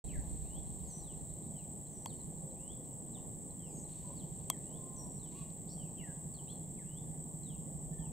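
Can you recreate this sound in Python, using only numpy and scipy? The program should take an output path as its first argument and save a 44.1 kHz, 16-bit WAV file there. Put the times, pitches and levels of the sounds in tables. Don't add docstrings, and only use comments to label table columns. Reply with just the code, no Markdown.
import sys
import numpy as np
from scipy import signal
from scipy.fft import rfft, irfft, next_fast_len
from scipy.io import wavfile
from scipy.ndimage import uniform_filter1d

SR = 44100
rng = np.random.default_rng(int(sys.argv[2]) if len(sys.argv) > 2 else 0)


def store_wav(level_fs):
    pcm = np.round(np.clip(np.atleast_2d(level_fs), -1, 1) * 32767)
    wavfile.write(sys.argv[1], SR, pcm.T.astype(np.int16))


def level_to_linear(level):
    exponent = np.asarray(level, float) / 20
    return 10 ** exponent


N = 358091


def evened(x):
    return x / np.sqrt(np.mean(x ** 2) + 1e-20)


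def read(points, hz):
    f, value = np.transpose(points)
    return np.interp(np.log(hz + 1), np.log(f + 1), value)


def over_time(rows):
    return np.interp(np.arange(N) / SR, *np.transpose(rows))


def add(mix, start_s, sound):
    part = mix[round(start_s * SR):][:len(sound)]
    part += sound[:len(part)]


def coloured(x, points):
    size = next_fast_len(N + SR)
    hz = np.fft.rfftfreq(size, 1 / SR)
    inside = (hz > points[0][0]) & (hz < points[-1][0])
    spectrum = rfft(x, size) * level_to_linear(read(points, hz)) * inside
    return irfft(spectrum, size)[..., :N]


def placed(x, pan_db):
    return x * level_to_linear([[pan_db / 2], [-pan_db / 2]])


def wander(seconds):
    size = round(seconds * SR)
    return evened(uniform_filter1d(uniform_filter1d(rng.standard_normal(N), size), size))


def whistles(notes, shapes, flutter_db=3.5, waver=0.0032, waver_s=0.0045):
    out = np.zeros(N)
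    unsteady = 1 + waver * wander(waver_s)
    for k, (start_s, length_s, from_hz, to_hz, level_db) in enumerate(notes):
        share, glide, under_db = np.transpose(shapes[k % len(shapes)])
        u = np.arange(0, length_s, 1 / SR) / length_s
        pitch_hz = from_hz + (to_hz - from_hz) * np.interp(u, share, glide)
        pitch_hz = uniform_filter1d(pitch_hz, 300, mode="nearest")
        pitch_hz = pitch_hz * unsteady.take(round(start_s * SR) + np.arange(len(u)), mode="clip")
        level = np.sqrt(2) * level_to_linear(level_db + np.interp(u, share, under_db))
        tone = level * np.sin(2 * np.pi * np.cumsum(pitch_hz) / SR)
        add(out, start_s, tone * signal.windows.tukey(len(u), min(1, 0.0018 / length_s)))
    return out * level_to_linear(flutter_db * wander(0.0043))


# start_s, length_s, from_hz, to_hz, level_db (rms, before shape and flutter)
SONG = [(.43, .17, 2330, 3550, -64), (1.03, 0.13, 4100, 2500, -68), (1.54, .12, 3370, 2250, -70),
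        (2.068, 0.085, 4730, 2920, -65), (2.56, 0.18, 2330, 3550, -65), (3.13, 0.07, 4150, 2610, -67.5),
        (3.595, .15, 3340, 2260, -71), (4.16, 0.089, 4920, 2940, -68), (4.61, .175, 2400, 3580, -68.5),
        (5.19, 0.12, 4210, 2680, -69), (5.765, 0.14, 3370, 2360, -70), (6.338, 0.085, 4860, 2860, -68),
        (6.835, .17, 2400, 3600, -64.5), (7.43, .14, 4220, 2605, -65.5), (7.99, .12, 3400, 2400, -71.5)]
# share of its length, share of its glide, level_db against the note's own
CLIMB = [(0, 0.0735, -15), (.3, .36, -12), (.68, .58, -8), (.86, .89, -1.5), (1, 1, -10)]
DROP = [(0, 0, -9), (.28, .24, -1), (.6, .7, -2.5), (1, 1, -16)]
LOW_DROP = [(0, 0.015, -7), (.15, .13, -3.5), (.48, .47, -0.5), (.75, .8, -4), (1, 1, -12)]
STEEP_DROP = [(0, 0.044, -1), (.16, 0.237, -3), (.36, .37, -1.5), (.58, .8, -3), (.75, 0.96, -3),
              (1, 0.95, -22)]


def songbird():
    return whistles(SONG, [CLIMB, DROP, LOW_DROP, STEEP_DROP])


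# start_s, length_s, from_hz, to_hz, level_db (as in the song)
FALLS = [(.085, 0.13, 3300, 1740, -66), (.127, .062, 2230, 1553, -63.5), (4.49, 0.092, 2740, 1680, -70),
         (6.012, .115, 2250, 1570, -63), (5.97, .085, 3350, 2590, -65), (6.768, .08, 2800, 1540, -74)]
# share of its length, share of its glide, level_db against the note's own
FALL = [(0, 0, -10), (.18, .32, -2), (.38, .63, -1), (.62, .84, -2.5), (1, 1, -14)]


def falling_whistles():
    return whistles(FALLS, [FALL], flutter_db=4.0)


# start_s, from_hz, to_hz, level_db (as in the song), share of pitch waver
RISES = [(3.764, 3000, 6180, -71, .006), (5.676, 3700, 5780, -63, .013), (5.684, 3400, 4680, -66, .035),
         (6.468, 2200, 3545, -66, .015), (6.47, 3450, 4240, -68, .015)]
# share of its length, share of its glide, level_db against the note's own
RISE = [(0, 0, -16), (.18, .5, -2.5), (.33, .8, -4.5), (.5, .97, 0), (1, 0.94, -16)]


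def rising_whistles(length_s=0.082):
    voices = []
    for start_s, from_hz, to_hz, level_db, waver in RISES:
        note = (start_s, length_s, from_hz, to_hz, level_db)
        voices.append(whistles([note], [RISE], waver=waver, waver_s=0.0012))
    return voices


# start_s, length_s, from_hz, to_hz, level_db (as in the song)
SLURS = [(.85, .18, 7700, 5910, -59), (1.87, .185, 7500, 5850, -70), (3.695, .14, 7550, 6560, -60),
         (4.96, .092, 6440, 5660, -58.5)]
# share of its length, share of its glide, level_db against the note's own
SLUR = [(0, 0, -2), (.2, .6, -3), (.42, .95, -1), (.55, 1, 0), (.76, .92, -2), (.9, 1.06, -6),
        (1, 1.2, -16)]


def high_slurs():
    return whistles(SLURS, [SLUR], flutter_db=4.0, waver=0.0042)


# start_s, length_s, from_hz, to_hz, level_db (as in the song)
STRANDS = [(.08, .048, 2640, 2260, -63), (.85, .035, 10050, 8800, -67), (.855, .075, 5360, 3950, -72),
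           (.845, .055, 4800, 3900, -73), (.87, .05, 6200, 5700, -73), (.96, .02, 4000, 5500, -74),
           (.985, .05, 4050, 4960, -74), (3.655, .08, 5500, 4450, -76), (3.69, .045, 10300, 9200, -72),
           (3.685, .028, 5350, 5000, -77), (3.738, .025, 4500, 6300, -76), (3.742, .025, 2350, 3100, -78),
           (3.79, .045, 6900, 6700, -64), (5.05, .15, 5690, 5650, -73), (5.97, .045, 2820, 2250, -65)]
# share of its length, share of its glide, level_db against the note's own
EVEN = [(0, 0.034, -7.5), (.45, 0.31, -2.5), (1, 0.96, -3)]


def straight_strands():
    return whistles(STRANDS, [EVEN], waver=0.0041)


# start_s, length_s, from_hz, to_hz, level_db (as in the song)
COOS = [(2.42, 0.11, 535, 526, -58), (2.6, 0.063, 538, 540, -62), (2.77, 0.044, 525, 505, -55.5),
        (4.04, 0.08, 990, 975, -61), (4.07, 0.05, 575, 570, -57.5), (4.085, 0.056, 1050, 1045, -68),
        (4.71, 0.3, 1045, 1040, -66), (5.01, 0.1, 1000, 972, -64.5), (7.92, 0.11, 1790, 1788, -70.5),
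        (8.0, 0.071, 908, 880, -63)]


def far_coos():
    return whistles(COOS, [EVEN])


# start_s, length_s, from_hz, top_hz
HOARSE_CALL = (5.325, 0.13, 450, 575)
# multiple of its pitch, level_db (as in the song)
HOARSE_OVERTONES = [(2, -66), (4.5, -68), (5, -69), (6, -76), (7, -74), (8, -83)]
# share of its length, share of its glide, level_db before each line's own factor
ARCH = [(0, 0, -4), (.25, .8, -1), (.55, 1, 0), (.8, .7, -1), (1, -.3, -5)]


def hoarse_call(fade=0.78):
    start_s, length_s, from_hz, top_hz = HOARSE_CALL
    notes, shapes = [], []
    for k, level_db in HOARSE_OVERTONES:
        notes.append((start_s, length_s, k * from_hz, k * top_hz, level_db))
        shapes.append([(share, glide, under_db * k * fade) for share, glide, under_db in ARCH])
    return whistles(notes, shapes, flutter_db=2, waver=0.014)


# start_s, level_db (peak, before echo and pan)
CHIPS = [(1.5848, -67), (1.867, -68), (2.2019, -63), (2.37, -74), (2.5027, -70), (2.8474, -73),
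         (3.5019, -67), (3.8452, -68), (5.1954, -74)]
# time_s, level_db
CHATTER = [(0, -78), (.9, -81), (1.5, -81.5)]


def crickets(length_s=0.018, hz=4170, chatter_hz=4170, width_hz=600, per_s=8.0, first_s=0.043):
    out, t = np.zeros(N), np.arange(0, length_s, 1 / SR)
    for start_s, level_db in CHIPS:
        swell = np.sin(np.pi * (t / length_s) ** 0.55)
        add(out, start_s, level_to_linear(level_db) * np.sin(2 * np.pi * hz * (t - 1.4 * t ** 2)) * swell)
    t = np.arange(N) / SR
    since_burst = ((t - first_s) * per_s) % 1
    bursts = 0.34 + np.exp(-since_burst / 0.35) * level_to_linear(2.9 * wander(0.038))
    rough = uniform_filter1d(rng.standard_normal(N), round(SR / width_hz))
    scrape = rough * np.sin(2 * np.pi * chatter_hz * (t - 0.018 * t ** 2))
    return out + level_to_linear(over_time(CHATTER)) * (t < CHATTER[-1][0]) * evened(scrape * bursts)


def meadow(x, near_t60=0.43, far_t60=1.0, far_db=-8, gap_s=0.0058, apart=0.18):
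    size = SR // 2
    taps = np.zeros((2, size))
    at = np.arange(0, size - 20, 20) + rng.integers(0, 20, (2, (size - 1) // 20))
    np.put_along_axis(taps, at, rng.choice([-1., 1.], at.shape), 1)
    t = np.arange(size) / SR
    fade = (level_to_linear(-60 * t / near_t60) + level_to_linear(far_db - 60 * t / far_t60)) * (t > gap_s)
    taps = (taps[0] + apart * taps[1] * np.array([[1], [-1]])) * fade
    return signal.fftconvolve(x[None], taps / np.linalg.norm(taps[0]), axes=1)[:, :N]


# frequency_hz, gain_db
HOUSING = [(200, 0), (2100, 0), (2450, -9), (2900, 0), (4400, 0), (5050, -5), (5600, 0), (15000, 0)]


def birds_and_crickets():
    voices = [(songbird(), -4, -5), (falling_whistles(), 9, -6), (high_slurs(), 2.5, -10),
              (straight_strands(), 4, -9), (far_coos(), 4, -10),
              (crickets(), .3, -11), (hoarse_call(), 1.5, -3)]
    voices += [(voice, 4, -5) for voice in rising_whistles()]
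    mix = sum(placed(voice + level_to_linear(echo_db) * meadow(voice), pan_db) for voice, pan_db, echo_db in voices)
    return coloured(mix, HOUSING)


# frequency_hz, relative level_db per Hz
BUZZ = [(5900, -46), (6500, -38), (7200, -12.5), (7600, -5.5), (8040, -0.5), (8430, -6), (8860, -26.5),
        (9600, -50)]
THROBS = [(82, 0.13), (91, 0)]


def insects(ticks_per_s=9000, spread=0.15, level_db=-50.5):
    out, t = np.zeros((2, N)), np.arange(N) / SR
    for strokes_per_s, depth in THROBS:
        turns = strokes_per_s * t + 0.034 * wander(0.32) + rng.random()
        ticks = (rng.random(N) < ticks_per_s / SR) * rng.standard_normal(N)
        ticks = ticks * (1 + depth * np.cos(2 * np.pi * turns))
        scattered = rng.standard_normal(N) * spread * ticks.std()
        out += np.array([ticks + scattered, ticks - scattered])
    return level_to_linear(level_db) * evened(coloured(out, BUZZ))


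CLICK_S = (2.0589, 4.5002)
# level_db, extra_db of low modes, extra_db of high modes and crack,
# pitch factor of low modes, t60 factor of middle modes
CLICKS = [(-38.5, -2.5, -7, 0.86, 0.51), (-31.5, -3, 3.5, 1.0, 0.98)]
# pitch_hz, level_db, t60_s
SHELL = [(677, -4, 0.033), (1033, 6.5, 0.017), (1254, -5.5, 0.035), (2220, -5, 0.019), (3210, 0, 0.11),
         (3326, -2, 0.041), (4270, -4.5, 0.0067), (6090, -4, 0.018), (6750, -3.5, 0.016),
         (8080, 11, 0.0042), (9900, -13, 0.006), (11700, 13, 0.0017)]


def shell_clicks(rise_cycles=0.69, pan_db=3.0, low_lead_rad=4.68, rebound_s=0.001087, rebound_db=-2,
                 crack_db=-7, crack_t60=0.018, crack_hz=(4500, 12500)):
    out, t = np.zeros((2, N)), np.arange(SR // 8) / SR
    band = signal.butter(2, crack_hz, "band", fs=SR, output="sos")
    for start_s, (level_db, low_db, high_db, pitch, ring) in zip(CLICK_S, CLICKS):
        crack = signal.sosfilt(band, rng.standard_normal(len(t))) * np.tanh(t / 0.00076)
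        crack *= level_to_linear(level_db + high_db + crack_db - 60 * t / crack_t60)
        for port in out:
            add(port, start_s, crack)
        for k, (hz, mode_db, t60) in enumerate(SHELL):
            low, high = hz < 1500, hz > 6500
            fade_db = -60 * t / (t60 * (1 if low or high else ring))
            swell = level_to_linear(level_db + mode_db + low_db * low + high_db * high + fade_db)
            swell = swell * np.tanh((t * hz / rise_cycles) ** 2)
            phase = 2 * np.pi * hz * (pitch if low else 1) * t + np.pi * k
            for port, lag in zip(out, (0, low_lead_rad * low)):
                tone = swell * np.sin(phase - lag)
                add(port, start_s, tone)
                add(port, start_s + rebound_s, level_to_linear(rebound_db) * tone)
    return placed(out, pan_db)


# time_s, level_db
RUSTLE = [(0, -71), (1.3, -77.5), (3.86, -82), (3.9, -67.5), (4.08, -70.5), (4.15, -74), (4.45, -75),
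          (5.25, -77.5), (5.4, -66), (5.47, -79), (8.12, -84)]
# frequency_hz, gain_db
RUSTLE_COLOUR = [(1300, -9), (2700, 0.5), (4300, 5.5), (5100, -7.5), (6200, 2.5), (9000, 4)]


def rustle(grains_per_s=5000, spread_db=2.5, width=0.32):
    size = level_to_linear(spread_db * np.minimum(rng.exponential(1, (2, N)), 5)) * rng.choice([-1., 1.], (2, N))
    grains = size * (rng.random((2, N)) < grains_per_s / SR)
    mid, side = evened(coloured(grains, RUSTLE_COLOUR))
    return level_to_linear(over_time(RUSTLE)) * np.array([mid + width * side, mid - width * side])


# start_s, level_db (of the noise before decay and colour)
SNAPS = [(2.847, -62), (3.893, -60), (4.41, -63), (4.442, -61), (5.261, -61), (5.321, -54), (5.444, -63),
         (5.503, -57), (5.57, -66), (6.3455, -58)]


def stem_snaps(decay_s=0.0043):
    out, t = np.zeros(N), np.arange(300) / SR
    for (start_s, level_db), noise in zip(SNAPS, rng.standard_normal((len(SNAPS), 300))):
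        add(out, start_s, level_to_linear(level_db) * noise * np.exp(-t / decay_s))
    return coloured(out, RUSTLE_COLOUR)


# time_s, level_db
ENGINE = [(0, -53.5), (1.2, -54), (1.55, -44), (1.8, -56.5), (2.4, -46.5), (2.7, -56.5), (4.5, -48.5),
          (7.5, -46.5), (8.12, -42)]
# time_s, cycles per second (three firings each)
ENGINE_SPEED = [(0, 12.25), (4.2, 12.25), (4.6, 11.84), (6.8, 11.84), (7.2, 12.28), (8.12, 12.28)]
CYLINDER_DB = (0, -12, -10)


def engine(first=.16, t60=0.25, uneven_db=1.23, pan_db=-3, lag_s=0.00022, share_db=-3,
           pipe_hz=159, boom_hz=60, boom_db=-15):
    cycles = first + np.cumsum(over_time(ENGINE_SPEED)) / SR
    firings = np.floor(3 * cycles).astype(int)
    size_db = np.take(CYLINDER_DB, firings % 3) + uneven_db * rng.standard_normal(N)
    blows = level_to_linear(size_db) * (np.diff(firings, prepend=0) > 0)
    t = np.arange(SR // 4) / SR
    tones = np.sin(2 * np.pi * pipe_hz * t) + level_to_linear(boom_db) * np.sin(2 * np.pi * boom_hz * t)
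    ring = level_to_linear(-60 * t / t60) * tones * (1 - np.exp(-t / 0.0025))
    thump = evened(signal.oaconvolve(blows, ring)[:N]) * level_to_linear(over_time(ENGINE) + share_db)
    return placed(np.array([thump, np.roll(thump, round(lag_s * SR))]), pan_db)


# time_s, level_db
WIND = [(0, -45), (.4, -46.5), (.7, -52), (1.5, -60.5), (5.5, -62.5), (7.4, -63.5), (8.12, -52)]
# frequency_hz, relative level_db per Hz
WIND_COLOUR = [(15, -51), (30, -2), (60, 5), (100, -10.5), (200, -10.5), (400, -33.5)]


def wind(lumpy_db=4.0, pan_db=-3, opposed=0.15, shared=0.6):
    a, b = coloured(rng.standard_normal((2, N)), WIND_COLOUR)
    quarter_turned = signal.hilbert(a, next_fast_len(N))[:N].imag
    left = a * level_to_linear(lumpy_db * wander(0.019))
    right = evened(b - opposed * a + shared * quarter_turned) * a.std()
    right = right * level_to_linear(lumpy_db * wander(0.01))
    ports = evened(np.array([left, right]))
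    return placed(np.sqrt(2) * ports * level_to_linear(over_time(WIND)), pan_db)


# frequency_hz, relative level_db per Hz
WASH = [(60, -22), (120, -4), (170, -4), (270, -11), (650, -20.5), (770, -20.5), (1140, -33.5),
        (1440, -53.5)]
# frequency_hz, relative level_db per Hz
WASH_TREBLE = [(1550, -47.5), (1970, -41), (2550, -55), (3230, -42.5), (4200, -52.5), (5040, -55),
               (6050, -45.5), (9200, -39), (15500, -39)]
# frequency_hz, likeness 0-1
SAME = [(60, 0.58), (180, 0.76), (550, 0.58), (1650, 0.51), (4970, 1), (15000, 0.26)]
# frequency_hz, lead in radians
LEAD = [(60, 0.14), (340, 0.43), (1380, 0.079), (3200, 0.27)]
# frequency_hz, level_db
LEAN = [(100, -3), (900, 1.5), (3800, 0)]


def wash(patchy_db=1.5, level_db=-50):
    frames, hz = N // 256 + 5, np.fft.rfftfreq(1024, 1 / SR)
    a, b, c, d, patches = rng.standard_normal((frames, 513, 5)).T
    patches = evened(uniform_filter1d(uniform_filter1d(patches, 12, 0), 14, 1))
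    same = np.clip(read(SAME, hz), -1, 1)[:, None]
    left = a + 1j * b
    right = same * left + np.sqrt(1 - same ** 2) * (c + 1j * d)
    right = right * np.exp(-1j * read(LEAD, hz))[:, None]
    lean = level_to_linear(read(LEAN, hz)[:, None] / 2)
    z = np.array([left * lean, right / lean])
    z *= level_to_linear(read(WASH + WASH_TREBLE, hz)[:, None] + patchy_db * patches)
    return level_to_linear(level_db) * evened(signal.istft(z, nperseg=1024, noverlap=768)[1][:, :N])


def scene():
    near = birds_and_crickets() + insects() + shell_clicks() + rustle() + stem_snaps()
    return near + engine() + wind() + wash()


def band_limit(x):
    return signal.sosfilt(signal.butter(12, 15840, fs=SR, output="sos"), x)


def record(dry, start_s=.0405, fade_s=0.0019, edge_hz=15750):
    opening = np.clip((np.arange(N) / SR - start_s) / fade_s, 0, 1)
    limited = signal.oaconvolve(dry, signal.firwin(511, edge_hz, fs=SR)[None], "same")
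    return band_limit(limited * opening)


dry = scene()
out = record(dry)
store_wav(out)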